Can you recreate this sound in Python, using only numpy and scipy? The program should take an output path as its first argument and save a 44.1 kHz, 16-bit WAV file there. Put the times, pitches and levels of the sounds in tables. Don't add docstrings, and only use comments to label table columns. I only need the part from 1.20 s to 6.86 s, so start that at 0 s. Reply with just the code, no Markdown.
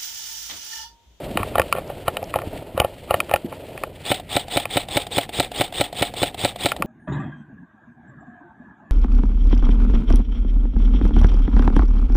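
import sys
import numpy as np
from scipy import signal
from scipy.io import wavfile

SR = 44100
rng = np.random.default_rng(int(sys.argv[2]) if len(sys.argv) > 2 else 0)


def inscribe(sig):
    pcm = np.round(np.clip(np.atleast_2d(sig).T, -1, 1) * 32767)
    wavfile.write(sys.argv[1], SR, pcm.astype(np.int16))


N = 249606
TIME = np.arange(N) / SR

SHOTS = [2.9167, 3.168, 3.3732, 3.572, 3.7722, 3.9836, 4.2015, 4.4117, 4.6124, 4.8254, 5.0321, 5.2508,
         5.461]
# f/Hz, width/Hz, level/dB
GEARBOX = [(423, 338, 13), (737, 37, 21), (822, 47, 17), (1370, 450, 7), (1900, 970, 8), (2920, 684, 12),
           (3636, 488, 16)]
# t/s, deep body/dB, shell/dB, hollow ring/dB, hard clack/dB, bright edge/dB
KNOCKS = [(0.1725, 28, 22, 18, 14, 17.0), (0.231, 18, 16, 9, 9, -0.0), (0.355, 29.5, 20.5, 4, 10, 9),
          (0.3817, 30.5, 15, 22, 11, 13), (0.3966, 35.5, 18.5, 28, 19.5, 13),
          (0.417, 6, 15.0, 7.0, 12.5, 12), (0.5259, 19.5, 27.5, -3, 24, 16),
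          (0.5506, 21.5, 13, 2.5, -10, -2), (0.5834, 26.5, -3, -1, -9, -2), (0.7, 21.5, -10, -14, -22, -22),
          (0.8806, 35, 27, 18, 11, 19), (0.9687, 22, 13, 12, 13.5, 17), (1.028, 21, -8, -11, -1, -14),
          (1.14, 13, 18, 15, 8.5, 1), (1.158, 32, 13.0, 3, 3, 12), (1.1878, 22, 12.5, 8, 0, 1),
          (1.2182, 16.0, 5, 10, 3.5, -10.5), (1.5765, 27.5, 16.0, 4, -1, 8),
          (1.6004, 34, 21.5, 19, 21.5, 23), (1.616, 29.5, 5, -7, -10, -5), (1.646, 31.5, 9, 0, -11, 9.0),
          (1.9079, 33, 20, 7, 8, 15.5), (1.9415, 34, 22, 21.5, 7, 17), (2.003, 11, 23, 15, 20, 13),
          (2.0943, 11, 8, 7, 0.5, 1.0), (2.1123, 26.5, 17, 11.0, 8, 8), (2.138, 35.5, 9, 24.5, 19, 18),
          (2.16, 23.5, 18.5, 11, 12.5, 10.5), (2.3254, 18, 6, 1, -4, -12.5), (2.577, 10.5, 6, 8, 5, -14),
          (2.6361, 19.5, 18, 15, 13.5, 5), (3.4547, 21.5, 10.5, 5, 13.5, 8),
          (5.518, 19.5, 21.5, 14.0, 16.5, 11.5), (5.6228, 18, 22, 17.5, 18.0, 6)]
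# f/Hz, width/Hz, level/dB
CASE = [(356, 20, -13), (532.6, 74.6, -1), (716, 102, -4), (840, 48.7, -3.5), (1135, 142, 1.5),
        (1382, 86, 0.5), (1795, 114, -0.8), (2472, 206, 3.5), (2830, 190, 0.4), (3033, 142, 1.2),
        (3820, 123, -7), (4550, 740, -19)]
# t/s, level/dB
FOOTFALLS = [(0.202, 27.5), (0.399, 27), (1.272, 26), (1.548, 24.5), (1.599, 31)]


def piston(recoil_db, rock_db, rock_hz, rock_width_hz, rush_db, slam_db, rattle_db):
    # f/Hz, width/Hz, level/dB
    slam_modes = [(286, 45, 33), (574, 66, 36.1), (696, 26.3, 35.3), (892, 145, 26.4), (1336, 87, 23.3),
                  (1870, 200, 20.9), (2305, 290, 23.8), (3030, 78, 25.3)]
    # f/Hz, width/Hz, level/dB
    recoil_modes = [(285.5, 66, 18.7), (460, 1200, 22.8), (705, 31, 16)]
    shots = np.array(SHOTS)
    puff_times = shots - .003
    luck = rng.standard_normal((len(shots), 2))
    release = clicks(shots - .0125, recoil_db)
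    kick = resonate(cut(release, 315, "low"), recoil_modes)
    rock = resonate(cut(release, 95, "low"), [(rock_hz, rock_width_hz, rock_db)])
    puff = clicks(puff_times, rush_db + 2 * luck[:, 0])
    air = resonate(puff + .5 * scuff(puff, lead_s=.000066, fade_s=.0062), [(3890, 430, 0)])
    blow = clicks(shots, slam_db + .5 * luck[:, 1])
    buzz = cut(from_db(rattle_db) * scuff(blow, lead_s=.016, fade_s=.011), 1350, "high")
    cushion = resonate(clicks(puff_times, slam_db), slam_modes[:1])
    first_ring_db, settling_s = -1.5, 1
    settling_db = first_ring_db * np.exp(-(shots - shots[0]) / settling_s)
    boom = clicks(shots, slam_db + settling_db + .85 * rng.standard_normal(len(shots)))
    low_ring = resonate(boom, slam_modes[1:2]) + resonate(boom, slam_modes[2:4])
    high_ring = resonate(blow + buzz, slam_modes[4:])
    return air - kick - rock - cushion + low_ring + high_ring


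def motor_cycle(since):
    wind_s, coast_s = .084, .089
    spin_up_s, brake_s = .025, .072
    no_load_hz, sag_hz_per_s = 669, 540
    running_s = np.maximum(since + wind_s, 0)
    speed = (1 - np.exp(-running_s / spin_up_s)) * np.clip((coast_s - since) / brake_s, 0, 1)
    sag_hz = sag_hz_per_s * np.where(since < 0, running_s, since)
    free = (since > -.0081) & (since < .025)
    whirr = from_db(-3 - 12 * free) * speed ** 1.22
    return speed * (no_load_hz - sag_hz), whirr


def gears(grind_db, whine_db, rough_db):
    # multiple of the turning rate, level/dB
    partials = [(6, 2.5), (9, 2)]
    shots = np.array(SHOTS)
    nearest = np.argmin(abs(TIME[:, None] - shots + .01), axis=1)
    turns_hz, whirr = motor_cycle(TIME - shots[nearest])
    stagger = 1 + .022 * drift(200) + .018 * drift(6)
    phase = 2 * np.pi * np.cumsum(turns_hz * stagger) / SR
    whine = sum(from_db(db) * (1 + .35 * drift(150)) * np.sin(k * phase) for k, db in partials)
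    grind = (1 + .5 * np.sin(phase)) * rng.standard_normal(N)
    roughness = from_db(rough_db * drift(91))
    return whirr * roughness * (from_db(grind_db) * grind + from_db(whine_db) * whine)


def ratchet(level_db):
    # t/s from the slam, level/dB, low-pass f/Hz
    catches = [(-.057, -15, 6000), (-.0275, -15, 2000), (-.0135, -5, 1580), (.004, 0.5, 4000),
               (0.028, -8.5, 4470)]
    out = 0
    for delay, db, top_hz in catches:
        luck = rng.standard_normal((len(SHOTS), 2))
        hits = clicks(np.array(SHOTS) + delay + .0017 * luck[:, 0], level_db + db + 2 * luck[:, 1])
        out = out + cut(scuff(hits, lead_s=.0009, fade_s=.0021), top_hz, "low")
    return out


def trigger(rattle_db, grip_hz, grip_db):
    resets = [2.998, 3.282, 3.686, 3.868, 4.092, 4.317, 4.525, 4.728, 4.939, 5.145, 5.360, 5.564]
    snaps = clicks(resets, rng.standard_normal(len(resets)))
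    rattle = from_db(rattle_db) * scuff(snaps, lead_s=.00064, fade_s=.0022)
    grip = resonate(cut(snaps, 810, "low"), [(grip_hz, 80, grip_db)])
    return resonate(rattle, GEARBOX) + grip


def knocks(level_db, skid_db):
    size, spot_spread_db = 4096, 2
    blow = signal.unit_impulse(size, "mid")
    out = np.zeros(N + size)
    for s, body, shell, hollow, clack, edge in KNOCKS:
        strengths = np.array([body] * 4 + [shell] * 2 + [hollow, clack] + [edge] * 3 + [max(clack, edge)])
        strengths = strengths + spot_spread_db * rng.standard_normal(len(CASE))
        modes = [(hz, width, db + more) for (hz, width, db), more in zip(CASE, strengths)]
        skid = from_db(skid_db) * scuff(blow, lead_s=.00025, fade_s=.0017)
        at = round(s * SR)
        out[at:at + size] += resonate(from_db(level_db) * (blow + skid), modes)
    return out[size // 2:size // 2 + N]


def bumps(level_db, soft_hz):
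    # t/s, level/dB
    contacts = [(.113, 6), (0.155, 18.5), (2.245, 19), (2.253, 19), (5.6, 16), (5.645, 16)]
    # f/Hz, width/Hz, level/dB
    low_modes = [(188.6, 20.4, 11), (332, 40, 6.5)]
    pushes = clicks(*np.transpose(contacts)) + from_db(-15.5) * clicks(*np.transpose(FOOTFALLS))
    return resonate(cut(from_db(level_db) * pushes, soft_hz, "low"), low_modes)


def dragging(drag_db, lead_s, fade_s):
    # t/s, level/dB
    scrapes = [(0.197, 19), (0.570, 15)]
    s, body, shell, *_ = np.transpose(KNOCKS)
    clean_db = np.minimum(body - shell - 10, 0)
    drags = scuff(clicks(s, body + clean_db + drag_db), lead_s, fade_s)
    slides = scuff(clicks(*np.transpose(scrapes)), lead_s=.0069, fade_s=.0069)
    grit = rms_one(grains(per_s=4100, spread_db=0)[0]) * (drags + slides)
    return resonate(cut(grit, 1270, "low"), CASE[:-1])


def footfalls(level_db, body_hz, width_hz, soft_hz):
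    s, body, *_ = np.transpose(KNOCKS)
    jolts = clicks(*np.transpose(FOOTFALLS)) + clicks(s, body - 9)
    return resonate(cut(from_db(level_db) * jolts, soft_hz, "low"), [(body_hz, width_hz, 0)])


def running(thud_db, rub_db, crunch_db, flutter_db):
    # t/s, body rumble/dB, rubbing of clothes and straps/dB, crunch of grass/dB
    stride = [(0.0, -41.5, -33.5, -39), (0.95, -50, -39.5, -42.5), (1.2, -50, -36.5, -43),
              (1.39, -43.5, -36, -39.5), (1.45, -54, -40, -47.5), (1.8, -52, -45, -44),
              (2.0, -49, -35, -41), (2.22, -52, -42, -46.5), (2.6, -50, -39, -43.5),
              (2.8, -53, -46.5, -47.5)]
    # f/Hz, level/dB per Hz
    thud_spectrum = [(20, -4.5), (85, 1.5), (150, -2), (280, -8.5)]
    rub_spectrum = [(130, 1.5), (200, -16), (330, 4), (420, 0.5), (560, 4), (780, -6), (1000, -21),
                    (1300, -16), (1700, -46)]
    crunch_spectrum = [(1300, 1), (2800, 8), (4000, 1), (5800, -8)]
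    aiming_db, moving_off_db = (-49.5, -47, -47.5), (-42.5, -31, -51)
    thud, rub, crunch = in_time([*stride, (2.47, *aiming_db), (5.52, *aiming_db), (N / SR, *moving_off_db)])
    rumble = from_db(thud + thud_db) * coloured(thud_spectrum, rng.standard_normal((2, N)))
    cloth_gain = from_db(rub + rub_db + flutter_db * drift(43))
    cloth = coloured(rub_spectrum, grains(per_s=4700, spread_db=5))
    grass_gain = from_db(crunch + crunch_db + flutter_db * drift(41))
    grass = coloured(crunch_spectrum, grains(per_s=16000, spread_db=1.5))
    return rumble + cloth_gain * cloth + grass_gain * grass


def twigs(level_db, hz, width_hz):
    # t/s, level/dB
    snaps = [(0.677, -20), (1.041, -7)]
    s, db = np.transpose(snaps)
    return resonate(scuff(clicks(s, db + level_db), lead_s=.0001, fade_s=.00072), [(hz, width_hz, 0)])


def from_db(db):
    return 10 ** (np.asarray(db) / 20)


def rms_one(x):
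    return x / np.sqrt(np.mean(x ** 2) + 1e-20)


def in_time(rows):
    s, *columns = np.transpose(rows)
    return [np.interp(TIME, s, c) for c in columns]


def drift(rate_hz):
    hop, warm_up = 40, 2000
    r = np.exp(-2 * np.pi * rate_hz * hop / SR)
    noise = rng.standard_normal(N // hop + warm_up + 2)
    slow = signal.lfilter([1], [1, -2 * r, r * r], noise)[warm_up:]
    return np.interp(np.arange(N) / hop, np.arange(len(slow)), rms_one(slow))


def clicks(times, db):
    out = np.zeros(N)
    np.add.at(out, np.clip(np.round(np.asarray(times) * SR).astype(int), 0, N - 1), from_db(db))
    return out


def cut(x, hz, kind):
    return signal.sosfilt(signal.butter(2, hz, kind, fs=SR, output="sos"), x + 1e-18)


def resonate(x, modes):
    out = 0
    for k, (hz, width, db) in enumerate(modes):
        r = np.exp(-np.pi * width / SR)
        poles = [1, -2 * r * np.cos(2 * np.pi * hz / SR), r * r]
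        gain = (-1) ** k * from_db(db) * (1 - r * r) / 2
        out = out + gain * signal.lfilter([1, 0, -1], poles, x + 1e-18)
    return out


def scuff(hits, lead_s, fade_s):
    rise, fall = np.exp(-1 / (lead_s * SR)), np.exp(-1 / (fade_s * SR))
    power = hits ** 2 + 1e-18
    before = signal.lfilter([1], [1, -rise], power[::-1])[::-1]
    after = signal.lfilter([1], [1, -fall], power)
    return np.sqrt((before + after) / ((lead_s + fade_s) * SR)) * rng.standard_normal(len(hits))


def coloured(spectrum, sources):
    hz, db = np.transpose(spectrum)
    edges = np.geomspace(hz[0], hz[-1] * 1.1, int(2 * np.log2(hz[-1] / hz[0])) + 2)
    out = 0
    for k, (low, high) in enumerate(zip(edges, edges[1:])):
        band = signal.sosfilt(signal.butter(2, [low, high], "band", fs=SR, output="sos"), sources[k % 2])
        out = out + band * from_db(np.interp(np.log(low * high) / 2, np.log(hz), db))
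    return rms_one(out)


def grains(per_s, spread_db):
    sizes = from_db(spread_db * np.minimum(rng.exponential(1, (2, N)), 4))
    return (rng.random((2, N)) < per_s / SR) * sizes * rng.choice([-1, 1], (2, N)) + 1e-18


def scene():
    runner = running(thud_db=8, rub_db=1.5, crunch_db=-5, flutter_db=2.5)
    runner += footfalls(level_db=1, body_hz=80, width_hz=41.5, soft_hz=300)
    runner += twigs(level_db=4, hz=5400, width_hz=1800)
    case = knocks(level_db=1, skid_db=-11.5) + bumps(level_db=1.5, soft_hz=690)
    case += dragging(drag_db=-14, lead_s=.0047, fade_s=.0047)
    drive = gears(grind_db=-28.5, whine_db=-40, rough_db=2.02) + ratchet(level_db=1.5)
    rifle = resonate(drive, GEARBOX) + trigger(rattle_db=-10, grip_hz=708, grip_db=19.5)
    rifle += piston(recoil_db=2.5, rock_db=34, rock_hz=114, rock_width_hz=30,
                    rush_db=20, slam_db=-2.5, rattle_db=-5.5)
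    return np.tile(rifle + case + runner, (2, 1))


def record(dry):
    input_top_hz, output_top_hz = 6300, 15350
    dull = signal.sosfilt(signal.butter(8, input_top_hz, fs=SR, output="sos"), dry)
    sampled = signal.resample_poly(dull, 40, 147, axis=1)
    steps = np.repeat(sampled, 4, axis=1)
    held = signal.resample_poly(steps, 147, 160, axis=1)[:, :N]
    rounded = 1.218 * np.tanh(held / 1.317)
    return signal.sosfilt(signal.ellip(10, .2, 80, output_top_hz, fs=SR, output="sos"), rounded)


dry = scene()
out = record(dry)
inscribe(out)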